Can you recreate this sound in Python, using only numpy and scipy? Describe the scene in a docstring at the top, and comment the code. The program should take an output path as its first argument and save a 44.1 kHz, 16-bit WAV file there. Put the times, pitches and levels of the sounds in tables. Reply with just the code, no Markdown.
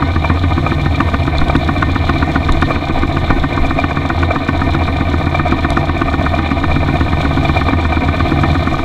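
"""A miniature steam locomotive runs along its track, heard from its front beam.
From the start, four beats to a wheel turn knock and shake the frame; between them the rods clank and
the valve gear ticks, over rumbling wheels and steam that hisses in time with the strokes.
After a second or so, bumps begin to rock the engine and loose fittings snap now and then.
By the end the pace has risen from about seven beats a second to over eight, and the hiss swells twice."""
import sys
import numpy as np
from scipy import signal
from scipy.fft import rfft, irfft
from scipy.io import wavfile
from scipy.ndimage import uniform_filter1d

SR = 44100
rng = np.random.default_rng(int(sys.argv[2]) if len(sys.argv) > 2 else 0)


def digitize_waveform(pressure):
    """Quantize a signal to 16-bit integers and store it at the path in sys.argv[1].

    Rows of a 2-D input are taken as channels; values are limited to [-1, 1].
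    """
    field = np.atleast_2d(pressure).T
    bounded = np.clip(field, -1, 1)
    quanta = np.round(bounded * 32767).astype(np.int16)
    wavfile.write(sys.argv[1], SR, quanta)


N = 389844
TIME = np.arange(N) / SR
SIZE = 16384  # samples in an impulse response
FREQS = np.fft.rfftfreq(SIZE, 1 / SR)


# Modes of a stroke's bright first contact, its damped blow, the frame's low answer and a lingering ring.
# Each row: frequency in Hz, width in Hz, relative level in dB.
TAP_MODES = [(1172, 71, 6.5), (1450, 92, 4), (1780, 120, 1), (1834, 45, 3.5)]
KNOCK_MODES = [(742, 88, 2), (960, 110, -1.5), (1083, 150, 2), (1241, 103, 4.5), (1476, 130, 0),
               (1768, 210, -11), (2444, 112, -12), (3800, 750, -24)]
THUMP_MODES = [(89.5, 8.8, 10), (139, 12, 8.5), (183, 52, 0), (228.6, 29, 4.5), (273.5, 16.6, 9),
               (325.4, 26.4, 5.5), (505, 30, -35)]
RING_MODES = [(1817, 20, 0)]
# How hard the pistons push. 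Each row: time in seconds, base knock level in dB.
EFFORT = [(0.0, -6.5), (0.17, -14), (0.56, -14), (1.03, -7.5), (1.38, -15), (1.58, -6.5), (1.83, -8.5),
          (2.2, -7), (2.63, -7), (2.86, -20.5), (3.3, -7), (3.62, -12.5), (3.95, -7.5), (4.7, -7),
          (4.9, -18.5), (5.62, -6.5), (6.3, -11.5), (7.46, -13.5), (8.05, -13), (8.45, -8.5), (8.84, -13)]
# The four unequal beats of a wheel turn. Each row: knock in dB over the effort, relative thump in dB.
TURN_ACCENTS = [(-0.9, -11), (0.1, -9), (-1.3, -13.5), (-0.4, -10)]
# Accented strokes. Each row: time in seconds, knock in dB over the effort, relative thump in dB.
HARD_BEATS = [(0.297, 5.5, -6.5), (1.551, -1.5, -5.5), (1.823, 3.5, -8), (2.622, 1.5, -8), (3.301, 2, -5),
              (5.519, -2.5, -4.5), (5.769, 3, -7), (6.262, 5, -16), (6.638, 2, -12), (7.006, 3, -8),
              (7.613, 1, -10), (7.731, -0.5, -7)]

def piston_beats(stroke, lead_s=0.00199, blow_s=0.002982, rebound_s=0.002216, slack_s=0.00021):
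    """Impact excitation: each stroke touches, taps, strikes and rebounds, ringing the frame's modes."""
    tap, knock = body(TAP_MODES, skirt=1.9), body(KNOCK_MODES, skirt=2.66)
    thump, ring = body(THUMP_MODES, skirt=1.63), body(RING_MODES, skirt=1.23)
    effort_s, effort_db = np.transpose(EFFORT)
    accents = {round(np.interp(s, TIME, stroke)): accent for s, *accent in HARD_BEATS}
    out = np.zeros(N)
    for beat, s in enumerate(when(stroke)):
        touch_shift, blow_shift, rebound_shift, bounce, push, weight = rng.standard_normal(6)
        accent_db, thump_db = accents.get(beat, TURN_ACCENTS[beat % len(TURN_ACCENTS)])
        knock_db = np.interp(s, effort_s, effort_db) + accent_db + 1.14 * push
        # the harder the stroke, the more its tap and ring stand out
        excess_db = knock_db - effort_db.mean()
        blow = peaked(knock, knock_db) + peaked(ring, knock_db - 19 + 0.13 * excess_db)
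        rebound = peaked(knock, knock_db - 9 - 1.5 * bounce)
        add(out, s - lead_s + slack_s * touch_shift, peaked(tap, knock_db - 13))
        add(out, s, peaked(tap, knock_db - 5 + 0.056 * excess_db))
        add(out, s + blow_s + slack_s * blow_shift, blow)
        add(out, s + blow_s + rebound_s + slack_s * rebound_shift, rebound)
        add(out, s + 0.0012, peaked(thump, thump_db + 1 + 2 * weight))
    return out


# Modes of the rods' hollow clatter and of their steel ring.
# Each row: frequency in Hz, width in Hz, relative level in dB.
ROD_MODES = [(290, 49, 0.5), (460, 190, -7.5), (686.5, 104, 8), (760, 25, -11), (935, 15, -0.5),
             (1120, 110, -2), (1237, 64, 1), (1530, 89, -8.5), (1788, 76, -7.5)]
STEEL_MODES = [(2180, 75, -20.5), (2360, 66, 9)]
# The rods slam right through their slack. Each row: time in seconds, relative clatter and ring in dB.
SLAMS = [(0.245, -12, -18), (0.663, -12, -16.5), (1.496, -11, -24), (2.707, -12, -17), (3.787, -9.5, -15.5),
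         (4.306, -11, -19), (5.345, -13.5, -14.5), (5.458, -13.5, -28), (6.337, -12.5, -20),
         (6.714, -15, -15), (7.567, -13, -12), (7.685, -12.5, -23), (7.922, -12, -22)]

def rod_clanks(stroke, place=0.565, wander=0.06, lead_s=0.00302, seat_s=0.006):
    """Backlash: in mid-stroke the rods chatter across their slack and seat, harder with speed."""
    rods, steel = body(ROD_MODES, skirt=1.76), body(STEEL_MODES, skirt=1.93)
    regular = []
    for s in when(stroke, place):
        shift, dull, bright = rng.uniform(-1, 1, 3)
        clank_s = s + wander * shift / USUAL_STROKES_PER_S
        speed_db = 3 * haste(s)
        regular.append((clank_s, -18 + speed_db + 3 * dull, -24 + speed_db + 6 * bright))
    out = np.zeros(N)
    for s, clatter_db, ring_db in regular + SLAMS:
        force = undb(-25) * chatter(rise_s=0.0039, fall_s=0.0068, grit=0.66)
        force[int(seat_s * SR)] += 1  # the seating blow
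        add(out, s - lead_s, peaked(through(force, rods), clatter_db + 1.5))
        add(out, s - lead_s, peaked(through(force, steel), ring_db - 1.5))
    return out


# Knocks of the worn joints. Each row: share of the stroke, then relative clatter, ring and thump in dB.
JOINT_KNOCKS = [(.085, -32, -30, -34), (.345, -21.5, -28, -30), (.42, -32, -40, -20),
                (.465, -18.5, -31, -28), (.625, -25, -33, -21), (.815, -22.5, -31, -28),
                (.96, -27, -24.5, -34)]

def joint_rattle(stroke, wander_s=0.003003):
    """Clearance impacts: worn joints change sides in turn, each knock a little different."""
    rods = peaked(body(ROD_MODES, skirt=2.82), db=-0.5)
    steel = peaked(body(STEEL_MODES, skirt=1.35), db=-1)
    frame = peaked(body(THUMP_MODES, skirt=1.55), db=0)
    out = np.zeros(N)
    for place, clatter_db, ring_db, thump_db in JOINT_KNOCKS:
        for s in when(stroke, place):
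            shift, dull, bright = rng.uniform(-1, 1, 3)
            knock = (rods * undb(clatter_db) + frame * undb(thump_db)) * undb(3 * dull)
            ring = steel * undb(ring_db + 6 * bright)
            add(out, s + wander_s * shift, (knock + ring) * undb(3 * haste(s)))
    return out


# Spectrum of a valve gear tick. Each row: frequency in Hz, relative level in dB.
TICK_SPECTRUM = [(1000, -16), (2500, -12.5), (3600, 9.5), (4800, -10), (7500, -14.5), (9500, -26),
                 (15000, -39)]
# The ticks within a stroke. Each row: share of the stroke, relative level in dB.
VALVE_TICKS = [(.68, 8), (0.768, -10.5), (.91, 6), (.99, -1.5)]

def valve_ticks(stroke, gain_db=-39, scatter_db=2):
    """Phase locking: driven by the crank, the valve gear ticks at the same points of every stroke."""
    response = colour(TICK_SPECTRUM)
    out = np.zeros(N)
    for place, db in VALVE_TICKS:
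        for s in when(stroke, place):
            tick = through(chatter(rise_s=0.0012, fall_s=0.0057, grit=0.47), response)
            add(out, s, peaked(tick, db + gain_db + scatter_db * rng.uniform(-1, 1)))
    return out


# Modes of a small loose fitting. Each row: frequency in Hz, width in Hz, relative level in dB.
CLINK_MODES = [(3660, 350, 14), (3940, 310, 10)]
# Spectrum of its thin tick. Each row: frequency in Hz, relative level in dB.
SNAP_SPECTRUM = [(3000, 7), (5500, 8), (7500, 9), (9000, -1), (10700, 5), (13000, -18), (15000, -34)]
# The fittings' snaps. Each row: start in seconds, clink level in dB, tick level in dB.
SNAPS = [(1.383, -15, -39), (1.484, -22.5, -38), (1.564, -20.5, -39), (2.522, -21.5, -29),
         (2.616, -24, -35), (2.627, -27, -42), (5.704, -21, -24.5)]

def fitting_snaps():
    """A brief contact has a broad spectrum: a loose fitting ticks and clinks in its high modes."""
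    clink, tick = body(CLINK_MODES, skirt=1.9), colour(SNAP_SPECTRUM)
    out = np.zeros(N)
    for s, clink_db, tick_db in SNAPS:
        force = chatter(rise_s=0.000064, fall_s=0.0015, grit=0.42)
        add(out, s, peaked(through(force, clink), clink_db) + peaked(through(force, tick), tick_db))
    return out


# Frame modes rung by the wheels. Each row: frequency in Hz, width in Hz, relative level in dB.
ROLLING_MODES = [(121, 114, -10.5), (241, 59, -4), (273.3, 27.2, 6), (328.7, 33.3, 3), (450, 77, -10),
                 (492.4, 28, -5.5), (695, 99, -3), (798.4, 10.5, 1.5), (965, 30, -3), (1096, 190, -11.5),
                 (1202, 27, -4.5), (1514, 38, -8), (1824, 94, -9.5), (2107, 66, -9.5), (2326, 195, -12.5)]

def wheel_rumble(stroke, surge_db=2, surge_at=0.49, flicker_db=3):
    """Roughness excitation: gritty rail rings the frame, harder twice a stroke and with speed."""
    grains = gritty_noise(N, grit=0.55)
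    axle_load_db = surge_db * np.cos(4 * np.pi * (stroke - surge_at)) + flicker_db * np.tanh(walk(80))
    rumble = through(grains * undb(axle_load_db), body(ROLLING_MODES, skirt=1.86))
    return unit(rumble) * undb(-21 + 1.3 * haste(TIME))


# The two resonances of the low drone, and the engine's slow rocking on the track.
# Each row: frequency in Hz, width in Hz, relative level in dB.
DRONE_MODES = [(81.3, 10.8, 2), (145.9, 8.6, -4.5)]
SWAY_MODES = [(20.9, 11, 2.5), (54, 42, -7.5)]
# Course of the drone. Each row: time in seconds, relative level in dB.
DRONE_LEVEL = [(0.0, -16.5), (0.35, -14), (1.38, -14.5), (2.71, -17), (2.9, -22.5), (3.08, -17),
               (4.05, -20), (4.23, -13), (4.43, -24.5), (4.61, -15), (5.32, -16), (6.05, -18),
               (6.23, -14.5), (6.56, -18.5), (6.74, -14.5), (8.22, -15.5), (8.54, -13), (8.84, -21.5)]
# Bumps in the track. Each row: start in seconds, relative rocking level in dB.
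BUMPS = [(1.38, -9.5), (2.49, -10), (2.925, -10), (3.29, -10), (3.585, -8.5), (5.67, -17), (6.64, -13)]

def drone_and_rocking(evenness=0.84, rock_s=0.04):
    """Resonance: a low drone near 81 and 146 Hz swells and fades, and each bump rocks the engine."""
    drone = through(rng.standard_normal(N), body(DRONE_MODES, skirt=1.236))
    drone /= uniform_filter1d(drone ** 2, size=4000) ** (evenness / 2)  # evens out its random swells
    sway = through(rng.standard_normal(N), body(SWAY_MODES, skirt=1.37))
    rocking = undb(-21 + 2 * haste(TIME))
    age = TIME[:SIZE] / rock_s
    for s, rock_db in BUMPS:
        add(rocking, s, undb(rock_db) * age * np.exp(1 - age))
    return unit(drone) * undb(curve(DRONE_LEVEL) - 0.5) + unit(sway) * rocking * undb(-4)


# Resonances of the chimney. Each row: frequency in Hz, width in Hz, relative level in dB.
CHIMNEY_MODES = [(291, 66, 7.5), (1100, 142, 1), (2374, 89, -8)]

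def exhaust(stroke, valve_lead_s=0.023, valve_db=-24, scatter_db=3, puff_db=-20):
    """Pipe resonance: the valve clacks just ahead of each beat, then a puff sounds the chimney."""
    frame, chimney = body(KNOCK_MODES, skirt=2.1), body(CHIMNEY_MODES, skirt=2.0)
    out = np.zeros(N)
    for s in when(stroke):
        add(out, s - valve_lead_s, peaked(frame, valve_db + scatter_db * rng.standard_normal()))
        puff = through(chatter(rise_s=0.0021, fall_s=0.013, grit=0.38), chimney)
        add(out, s, peaked(puff, puff_db))
    return out


# Spectrum of the steam jet. Each row: frequency in Hz, relative level in dB.
JET_SPECTRUM = [(1500, -7.5), (2600, -19), (2950, 1), (3100, -4), (3660, 6.5), (4100, 2), (4750, -16),
                (5500, -20), (6200, -27), (7700, -27), (9300, -37), (12000, -33)]
# Modes of the drain cocks. Each row: frequency in Hz, width in Hz, relative level in dB.
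DRAIN_MODES = [(5300, 1100, 1.5), (6560, 460, 0.5), (7700, 1100, -3), (11100, 660, -8)]
# Course of the leaking steam. Each row: time in seconds, level in dB.
STEAM_LEVEL = [(0.0, -34.5), (1.2, -35), (2.2, -33.5), (3.0, -35), (4.6, -35.5), (6.8, -35), (7.5, -31.5),
               (7.9, -35), (8.5, -31.5), (8.84, -35.5)]

def steam_leak(stroke, surge_db=1.1, surge_at=0.68, sputter_db=2.33, spit_db=-19, spit_swing_db=3.5):
    """Jet noise: leaking steam swells with each stroke, and water spits through the drain cocks."""
    pressure_db = surge_db * np.cos(2 * np.pi * (stroke - surge_at)) + sputter_db * walk(120)
    jet = through(rng.standard_normal(N) * undb(pressure_db), colour(JET_SPECTRUM))
    drops = gritty_noise(N, grit=0.6) * undb(spit_swing_db * walk(90))
    spit = through(drops, body(DRAIN_MODES, skirt=2.3))
    return (unit(jet) + undb(spit_db) * unit(spit)) * undb(curve(STEAM_LEVEL))


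# Speed of the engine. Each row: time in seconds, rate in strokes per second.
SPEED = [(0.0, 7.311), (0.96, 6.993), (1.17, 7.434), (1.37, 7.229), (2.44, 7.629), (2.64, 7.332),
         (3.5, 7.372), (3.7, 7.585), (4.42, 7.784), (4.91, 7.601), (5.9, 8.182), (6.4, 7.959),
         (8.27, 8.609), (8.84, 8.319)]
USUAL_STROKES_PER_S = 7.8

def stroke_count(first_beat_s=0.0228):
    """Phase is the integral of rate: a running count of strokes, with beats at whole numbers."""
    count = np.cumsum(curve(SPEED)) / SR
    return count - np.interp(first_beat_s, TIME, count)


def haste(s):
    """Strokes per second above the usual speed, at time s."""
    return np.interp(s, *np.transpose(SPEED)) - USUAL_STROKES_PER_S


def when(stroke, place=0):
    """Times of equal phase, at which each stroke has run this share of its way."""
    return np.interp(np.arange(int(stroke[-1] - place) + 1) + place, stroke, TIME)


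def body(modes, skirt):
    """Impulse response of resonances summed in power; a larger skirt deepens the valleys between."""
    power = 0
    for hz, width, db in modes:
        detuning = (FREQS - hz * hz / (FREQS + 1)) / width
        power += undb(db) ** 2 / (1 + detuning ** 2 / skirt) ** skirt
    return minimum_phase(np.sqrt(power))


def colour(points):
    """Impulse response of a smooth spectrum that rolls off below its first point."""
    hz, db = np.transpose(points)
    gain = undb(np.interp(np.log(FREQS + 1), np.log(hz), db))
    return minimum_phase(gain * np.minimum(FREQS / hz[0], 1) ** 2)


def minimum_phase(gain):
    """Folding the cepstrum gives the promptest impulse response with this spectrum, of energy 1."""
    cepstrum = irfft(np.log(gain + 1e-6))
    cepstrum[1:SIZE // 2] *= 2
    cepstrum[SIZE // 2 + 1:] = 0
    response = irfft(np.exp(rfft(cepstrum)))
    return response / np.sqrt(np.sum(response ** 2))


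def through(force, response):
    """Convolution passes a force through an impulse response."""
    return signal.fftconvolve(force, response)[:len(force)]


def gritty_noise(n, grit):
    """Noise with log-normal grain sizes; more grit makes it spikier."""
    return rng.standard_normal(n) * np.exp(grit * rng.standard_normal(n))


def chatter(rise_s, fall_s, grit):
    """A flurry of tiny impulses with a linear rise and an exponential decay."""
    t = TIME[:SIZE]
    return gritty_noise(SIZE, grit) * np.minimum(t / rise_s, np.exp(-(t - rise_s) / fall_s))


def walk(rate_hz):
    """Random levels held for 1 / rate_hz seconds and smoothed twice; spread near 1."""
    hold = int(SR / rate_hz)
    steps = np.repeat(rng.standard_normal(N // hold + 1), hold)
    return 1.3 * uniform_filter1d(uniform_filter1d(steps, hold), hold)[:N]


def curve(table):
    """Linear interpolation of (seconds, value) rows at every sample."""
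    return np.interp(TIME, *np.transpose(table))


def add(out, s, wave):
    """Superpose a wave at time s."""
    start = int(np.clip(s * SR, 0, N))
    out[start:start + len(wave)] += wave[:N - start]


def peaked(wave, db):
    """Scale a hit so that its loudest 5 ms have this rms level."""
    return wave * undb(db) / np.sqrt(uniform_filter1d(wave ** 2, size=220).max())


def unit(x):
    """Scale to rms 1."""
    return x / np.sqrt(np.mean(x ** 2))


def undb(db):
    """Decibels to amplitude gain."""
    return 10 ** (np.asarray(db) / 20)


def scene():
    """Superposition: the sources add in one channel, the moving parts timed by one crank phase."""
    stroke = stroke_count()
    gear = piston_beats(stroke) + rod_clanks(stroke) + joint_rattle(stroke)
    clicks = valve_ticks(stroke) + fitting_snaps()
    running = wheel_rumble(stroke) + drone_and_rocking()
    return (gear + clicks + running + exhaust(stroke) + steam_leak(stroke))[None]


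# Bands that the front beam and microphone housing absorb. Each row: frequency in Hz, width in Hz.
ABSORBED_BANDS = [(875, 28), (1836, 19), (3885, 72)]

def record(dry, ceiling=0.94, knee=8, top_hz=15250):
    """Absorption notches three bands, soft saturation rounds the peaks, and a low-pass cuts the top."""
    for hz, width in ABSORBED_BANDS:
        dry = signal.lfilter(*signal.iirnotch(hz, hz / width, fs=SR), dry)
    rounded = dry / (1 + abs(dry / ceiling) ** knee) ** (1 / knee)
    return signal.sosfilt(signal.ellip(10, 0.2, 80, top_hz, fs=SR, output="sos"), rounded)


dry = scene()
out = record(dry)
digitize_waveform(out)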